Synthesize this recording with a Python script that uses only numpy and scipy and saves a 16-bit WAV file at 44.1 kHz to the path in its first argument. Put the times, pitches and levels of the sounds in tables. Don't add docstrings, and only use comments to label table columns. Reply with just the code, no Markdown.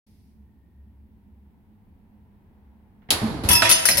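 import sys
import numpy as np
from scipy import signal
from scipy.fft import rfft, irfft
from scipy.io import wavfile

SR = 44100
rng = np.random.default_rng(int(sys.argv[2]) if len(sys.argv) > 2 else 0)


def to_wav(s):
    ch = np.atleast_2d(s).T
    pcm = np.round(np.clip(ch, -1, 1) * 32767)
    wavfile.write(sys.argv[1], SR, pcm.astype(np.int16))


N = 176400
T = np.arange(SR) / SR

# pitch in Hz, left minus right in dB.
PAN = [(80, 0), (1000, -4), (2000, -7.5), (4000, -4.5), (5500, -2), (7000, 18.5), (11000, 20), (13000, 0.5),
       (15000, 20)]
# pitch in Hz, clash in dB per Hz, chute in dB per Hz.
CONTACT = [(100, -49, -21.5), (587, 0.5, 0), (1060, -20, -9), (1330, -22, 0), (1990, 2, 1.5),
           (3130, -2, -3), (5200, 4, -8.5), (7530, -9, -21), (9970, 1, -24), (13400, -2, -42),
           (16600, -23, -48)]
CLASH_T60_S = 0.2
MODE_GAP_HZ = 110.8


def amp(db):
    return 10 ** (np.asarray(db) / 20)


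def unit(x):
    return x / np.sqrt(np.mean(x ** 2) + 1e-20)


def read(table, hz, axis=1):
    table = np.array(table)
    return np.interp(np.log(hz + 1), np.log(table[:, 0] + 1), table[:, axis])


def sides(pan_db):
    return amp(np.array([pan_db, -pan_db]).reshape(2, -1) / 2)


def fade(t60):
    return np.exp(-np.log(1000) * T / t60)


def swell(peak_s):
    return T / peak_s * np.exp(1 - T / peak_s)


def add(mix, s, sound):
    part = mix[:, round(s * SR):][:, :sound.shape[-1]]
    part += sound[..., :part.shape[1]]


def colour(x, table, axis=1, pan=PAN):
    # pitch in Hz, likeness from 0 to 1.
    likeness = [(100, 0.86), (500, 0.83), (1500, 0)]
    hz = np.fft.rfftfreq(x.shape[1], 1 / SR)
    a, b = rfft(x)
    same = np.clip(read(likeness, hz), 0, 1)
    pair = np.array([a, same * a + np.sqrt(1 - same ** 2) * b])
    shaped = pair * amp(read(table, hz, axis))
    return irfft(shaped * sides(read(pan, hz))) / irfft(shaped).std()


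def noise(table, axis=1):
    return colour(rng.standard_normal((2, SR)), table, axis)


def narrow(hz, width_hz):
    f = np.fft.rfftfreq(N, 1 / SR)
    band = 1 / (1 + (2 * (f - hz) / width_hz) ** 4)
    return unit(irfft(rfft(rng.standard_normal(N)) * band, N))


def weak_modes(present, axis):
    spread_db = 4
    push = amp(spread_db * rng.standard_normal(len(present)))
    push = push * np.exp(2j * np.pi * rng.random((2, len(present))))
    return colour(irfft(present * push, SR), CONTACT, axis)


def workshop():
    # pitch in Hz, level in dB per Hz.
    rumble_tone = [(15, -38), (25, -15), (59, -10), (80, -5), (117, -12), (134, -18), (212, -9.5),
                   (277, -18), (607, -33), (911, -26), (1190, -39), (1890, -39), (6740, -61.5),
                   (16000, -49.5)]
    # time in seconds, level in dB.
    hum_levels = [(.28, -68), (.38, -52), (.68, -60.5), (.8, -48), (1.02, -52), (1.26, -59.5),
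                  (1.36, -50.5), (1.7, -73), (2.5, -65), (2.68, -50.5), (2.9, -70)]
    # pitch in Hz, left minus right in dB.
    centre = [(1, 0)]
    start_s, rise_s = 0.065, 0.0032
    air_db, growth_db_per_s = -55, 3.5
    hum_hz = 68.9
    drone_hz, drone_width_hz, drone_db = 209.4, 23.5, -63.5
    hiss_db, hiss_end_s = -68.5, 0.3
    whine_s, whine_length_s, whine_hz, whine_db = 0.66, 0.51, 1852, -85
    t = np.arange(N) / SR

    air = colour(rng.standard_normal((2, N)), rumble_tone, pan=centre)
    mids = signal.sosfilt(signal.butter(1, [300, 3500], "band", fs=SR, output="sos"), air)
    air = air + mids * (amp(growth_db_per_s * (np.minimum(t, 2.6) - 2.5)) - 1)

    hum = np.sqrt(2) * np.sin(2 * np.pi * hum_hz * t) + 0.27 * narrow(hum_hz, 20)
    hum = hum * amp(np.interp(t, *np.transpose(hum_levels)))
    drone = amp(drone_db) * narrow(drone_hz, drone_width_hz) * sides(-6.0)
    hiss_fall_db = 25 * t + 81 * np.maximum(t - hiss_end_s, 0)
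    hiss = colour(rng.standard_normal((2, N)), CONTACT, pan=centre) * amp(hiss_db - hiss_fall_db)
    whine = amp(whine_db) * narrow(whine_hz, 130) / (1 + (2 * (t - whine_s) / whine_length_s) ** 4)
    return (amp(air_db) * air + hum + drone + hiss + whine) * np.clip((t - start_s) / rise_s, 0, 1)


def trigger():
    # start in seconds, level in dB before the dulling.
    click_list = [(3.02, -59), (3.088, -39)]
    out = np.zeros((2, N))
    for s, db in click_list:
        add(out, s, amp(db) * noise(CONTACT, axis=2) * fade(0.25))
    return signal.lfilter(*signal.butter(2, 1900, fs=SR), out)


def frame():
    # start in seconds, pitch in Hz, level in dB, time to peak in seconds.
    thud_list = [(3.113, 298, -30, 0.011), (3.132, 82.6, -29, 0.015), (3.221, 111, -24, 0.0088),
                 (3.223, 222, -19, 0.024), (3.447, 75, -18.5, 0.01), (3.497, 75, -19.5, 0.0089),
                 (3.497, 190, -20.5, 0.0096), (3.542, 111.6, -24, 0.0117), (3.632, 106, -29, 0.029)]
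    # start in seconds, level in dB.
    shudder_list = [(3.09, -37), (3.217, -26), (3.436, -28.5), (3.885, -35)]
    # pitch in Hz, level in dB per Hz.
    shudder_tone = [(28, -28), (66, 0.5), (230, -2), (330, -4), (450, -12.5), (900, -14.5), (4000, -85)]
    shudder_t60_s, shudder_rise_s = 1.5, 0.0018
    out = np.zeros((2, N))
    for s, hz, db, peak_s in thud_list:
        thud = swell(peak_s) ** 2 * np.sin(2 * np.pi * hz * T)
        add(out, s, amp(db) * thud * sides(-2.2))
    for s, db in shudder_list:
        shudder = noise(shudder_tone) * np.minimum(T / shudder_rise_s, 1) * fade(shudder_t60_s)
        add(out, s, amp(db) * shudder)
    return out


def blade():
    # start in seconds, crack in dB, machine ring in dB.
    blow_list = [(3.1051, -13.5, -27), (3.4369, -52, -33.5)]
    # pitch in Hz, crack in dB per Hz, machine ring in dB per Hz.
    blow_tone = [(100, -32, -7), (925, -33, -1), (1640, -10, -6.5), (2830, 5, -11.5), (4380, 9, -6),
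                 (6380, -4.5, -20.5), (8700, -11.5, -27.5), (10960, 0, -16), (16400, -23, -40)]
    ring_t60_s, ring_dull_hz = 1.47, 11000
    crack_t60_s, snap_t60_s = 0.16, 0.0058
    tear_db, tear_hz = -0.5, 500
    hz = np.fft.rfftfreq(512, 1 / SR)
    out = np.zeros((2, N))
    for s, crack_db, ring_db in blow_list:
        _, t, spectra = signal.stft(noise(blow_tone, axis=2), SR, nperseg=512)
        decay = np.exp(-np.log(1000) * t / ring_t60_s * (1 + hz[:, None] / ring_dull_hz))
        ring = signal.istft(spectra * decay, nperseg=512)[1][:, :SR]
        grain = amp(tear_db * narrow(0, tear_hz)[:SR])
        crack = noise(blow_tone) * (fade(crack_t60_s) * grain + fade(snap_t60_s))
        add(out, s, amp(crack_db) * crack + amp(ring_db) * ring)
    return out


def strip():
    # start in seconds, strip ring in dB, clash in dB, chute in dB,
    # how it lands from 0 (edge) to 1 (face), pitch in Hz of the mode driven hardest.
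    hit_list = [(3.4888, -31.5, -12.5, -36, 0, 2638), (3.506, -25, -25, -16.5, 0, 965),
                (3.5131, -24, -14, -40, 0.32, 10300), (3.531, -25, -15.5, -25, 0.11, 11962),
                (3.553, -25.5, -17, -26.5, 0.24, 2638), (3.6209, -28.5, -41, -11.5, 0.3, 1326),
                (3.6512, -26.5, -34, -12.5, 0.25, 3370), (3.675, -43, -44, -16, 0.31, 5520),
                (3.6927, -29.5, -14.5, -26, 1, 4506), (3.699, -28.5, -11.5, -15.5, 0.55, 1326),
                (3.713, -27, -10, -14, 0.94, 9697), (3.7239, -24.5, -24, -26, 0.98, 5157),
                (3.806, -40, -49, -45.5, 0.22, 9162), (3.8543, -24.5, -13.5, -28, 0.82, 9697),
                (3.887, -33, -12, -17.5, 0.93, 5410), (3.9112, -31, -19.5, -43, 1, 4506),
                (3.9721, -33, -16.5, -32, 0.61, 5157), (3.9795, -36.5, -13.5, -49, 0.93, 10300)]
    # pitch in Hz, level in dB struck on its edge, the same on its face.
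    mode_hz = [642, 965, 1326, 1715, 2638, 2972, 3370, 4506, 5157, 5243, 5410, 5520, 5838, 6382, 9162, 9697,
               10300, 10444, 11064, 11962]
    mode_edge_db = [-24, -1, -2, -6.5, -9, -3, -0.5, -14, -15, 4.5, -2.5, -18, -13, -14, -26, -14, -16,
                    -7.5, 4.5, -3]
    mode_face_db = [-6.5, -13, -16.5, -14, -5.5, -6, -11.5, 0.5, 5.5, -1, -5, -12, -0.5, 2.5, -5, -2, 0,
                    -21, -26, -29]
    # start in seconds, pitch in Hz, level in dB.
    knock_list = [(3.6219, 1493, -11), (3.629, 903, -17), (3.8533, 1704, -20), (3.8864, 1947, -13.5)]
    t60_1khz_s, damping = 0.6, 0.45
    choke_db, hardest_db, hit_spread_db = 4.5, 5, 3.5
    twin_db, twin_gap_hz = -7, 26.1
    tick_db, tick_t60_s = -1.5, 0.075
    chute_t60_s, thump_db, thump_t60_s = 0.35, -3, 0.014
    knock_peak_s, rattle_hz = 0.0022, 705
    out = np.zeros((2, N))

    hz, edge_db, face_db = np.array([mode_hz, mode_edge_db, mode_face_db])
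    count = len(hz)
    t60 = t60_1khz_s * (hz / 1000) ** -damping
    modes = np.exp(2j * np.pi * hz[:, None] * T) * fade(t60[:, None])
    paths = sides(read(PAN, hz)) * np.exp(2j * np.pi * rng.random((2, count)))
    in_strip, in_chute = rng.random((2, SR // 2 + 1)) * MODE_GAP_HZ < np.array([[1], [2]])

    for s, ring_db, clash_db, chute_db, face, hardest_hz in hit_list:
        out[:, round(s * SR):] *= amp(-choke_db)
        push_db = edge_db + np.clip(face, 0, 1) * (face_db - edge_db)
        push = amp(push_db + hit_spread_db * rng.standard_normal(count))
        push[np.argmin(abs(hz - hardest_hz))] = amp(hardest_db)
        beat_turns = twin_gap_hz * rng.standard_normal((count, 1)) * T + rng.random((count, 1))
        twins = amp(twin_db) * np.exp(2j * np.pi * beat_turns)
        ring = ((paths * push) @ (modes * (1 + twins))).real

        clash = weak_modes(in_strip, axis=1) * fade(CLASH_T60_S)
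        clash = clash + amp(tick_db) * noise(CONTACT) * fade(tick_t60_s)
        chute = weak_modes(in_chute, axis=2) * fade(chute_t60_s)
        chute = chute + amp(thump_db) * noise(CONTACT, axis=2) * fade(thump_t60_s)
        add(out, s, amp(ring_db) * ring + (amp(clash_db) * clash + amp(chute_db) * chute) / 2)

    for s, pitch_hz, db in knock_list:
        knock = np.sin(2 * np.pi * pitch_hz * T + narrow(0, rattle_hz)[:SR])
        add(out, s, amp(db) * swell(knock_peak_s) * knock * sides(read(PAN, pitch_hz)))
    return out


def slide():
    start_s, rise_s, grains_per_s = 3.73, 0.059, 1100
    rub_db, shimmer_db = -35.5, -37
    grains = rng.standard_normal((2, N)) * (rng.random(N) < grains_per_s / SR)
    present = rng.random(SR // 2 + 1) * MODE_GAP_HZ < 2
    body = weak_modes(present, axis=1) * fade(CLASH_T60_S)
    shimmer = unit(signal.fftconvolve(grains, body, axes=1)[:, :N])
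    rub = colour(grains, CONTACT, axis=2)
    sliding = amp(rub_db) * rub + amp(shimmer_db) * shimmer
    return sliding * np.clip((np.arange(N) / SR - start_s) / rise_s, 0, 1)


def room(x):
    t60_s, rise_s = 0.76, 0.011
    dull = signal.lfilter([1], [1, -.5], rng.standard_normal((2, SR)))
    tail = dull * fade(t60_s) * np.minimum(T / rise_s, 1)
    return signal.fftconvolve(x, tail / np.linalg.norm(tail[0]), axes=1)[:, :N]


def scene():
    room_db = -12
    steel = strip() + slide()
    return workshop() + trigger() + frame() + blade() + steel + amp(room_db) * room(steel)


def record(dry):
    edge_hz = 16100
    low_pass = signal.firwin(255, edge_hz, window=("kaiser", 8), fs=SR)
    return signal.oaconvolve(np.clip(dry, -1, 1), low_pass[None], "same")


dry = scene()
out = record(dry)
to_wav(out)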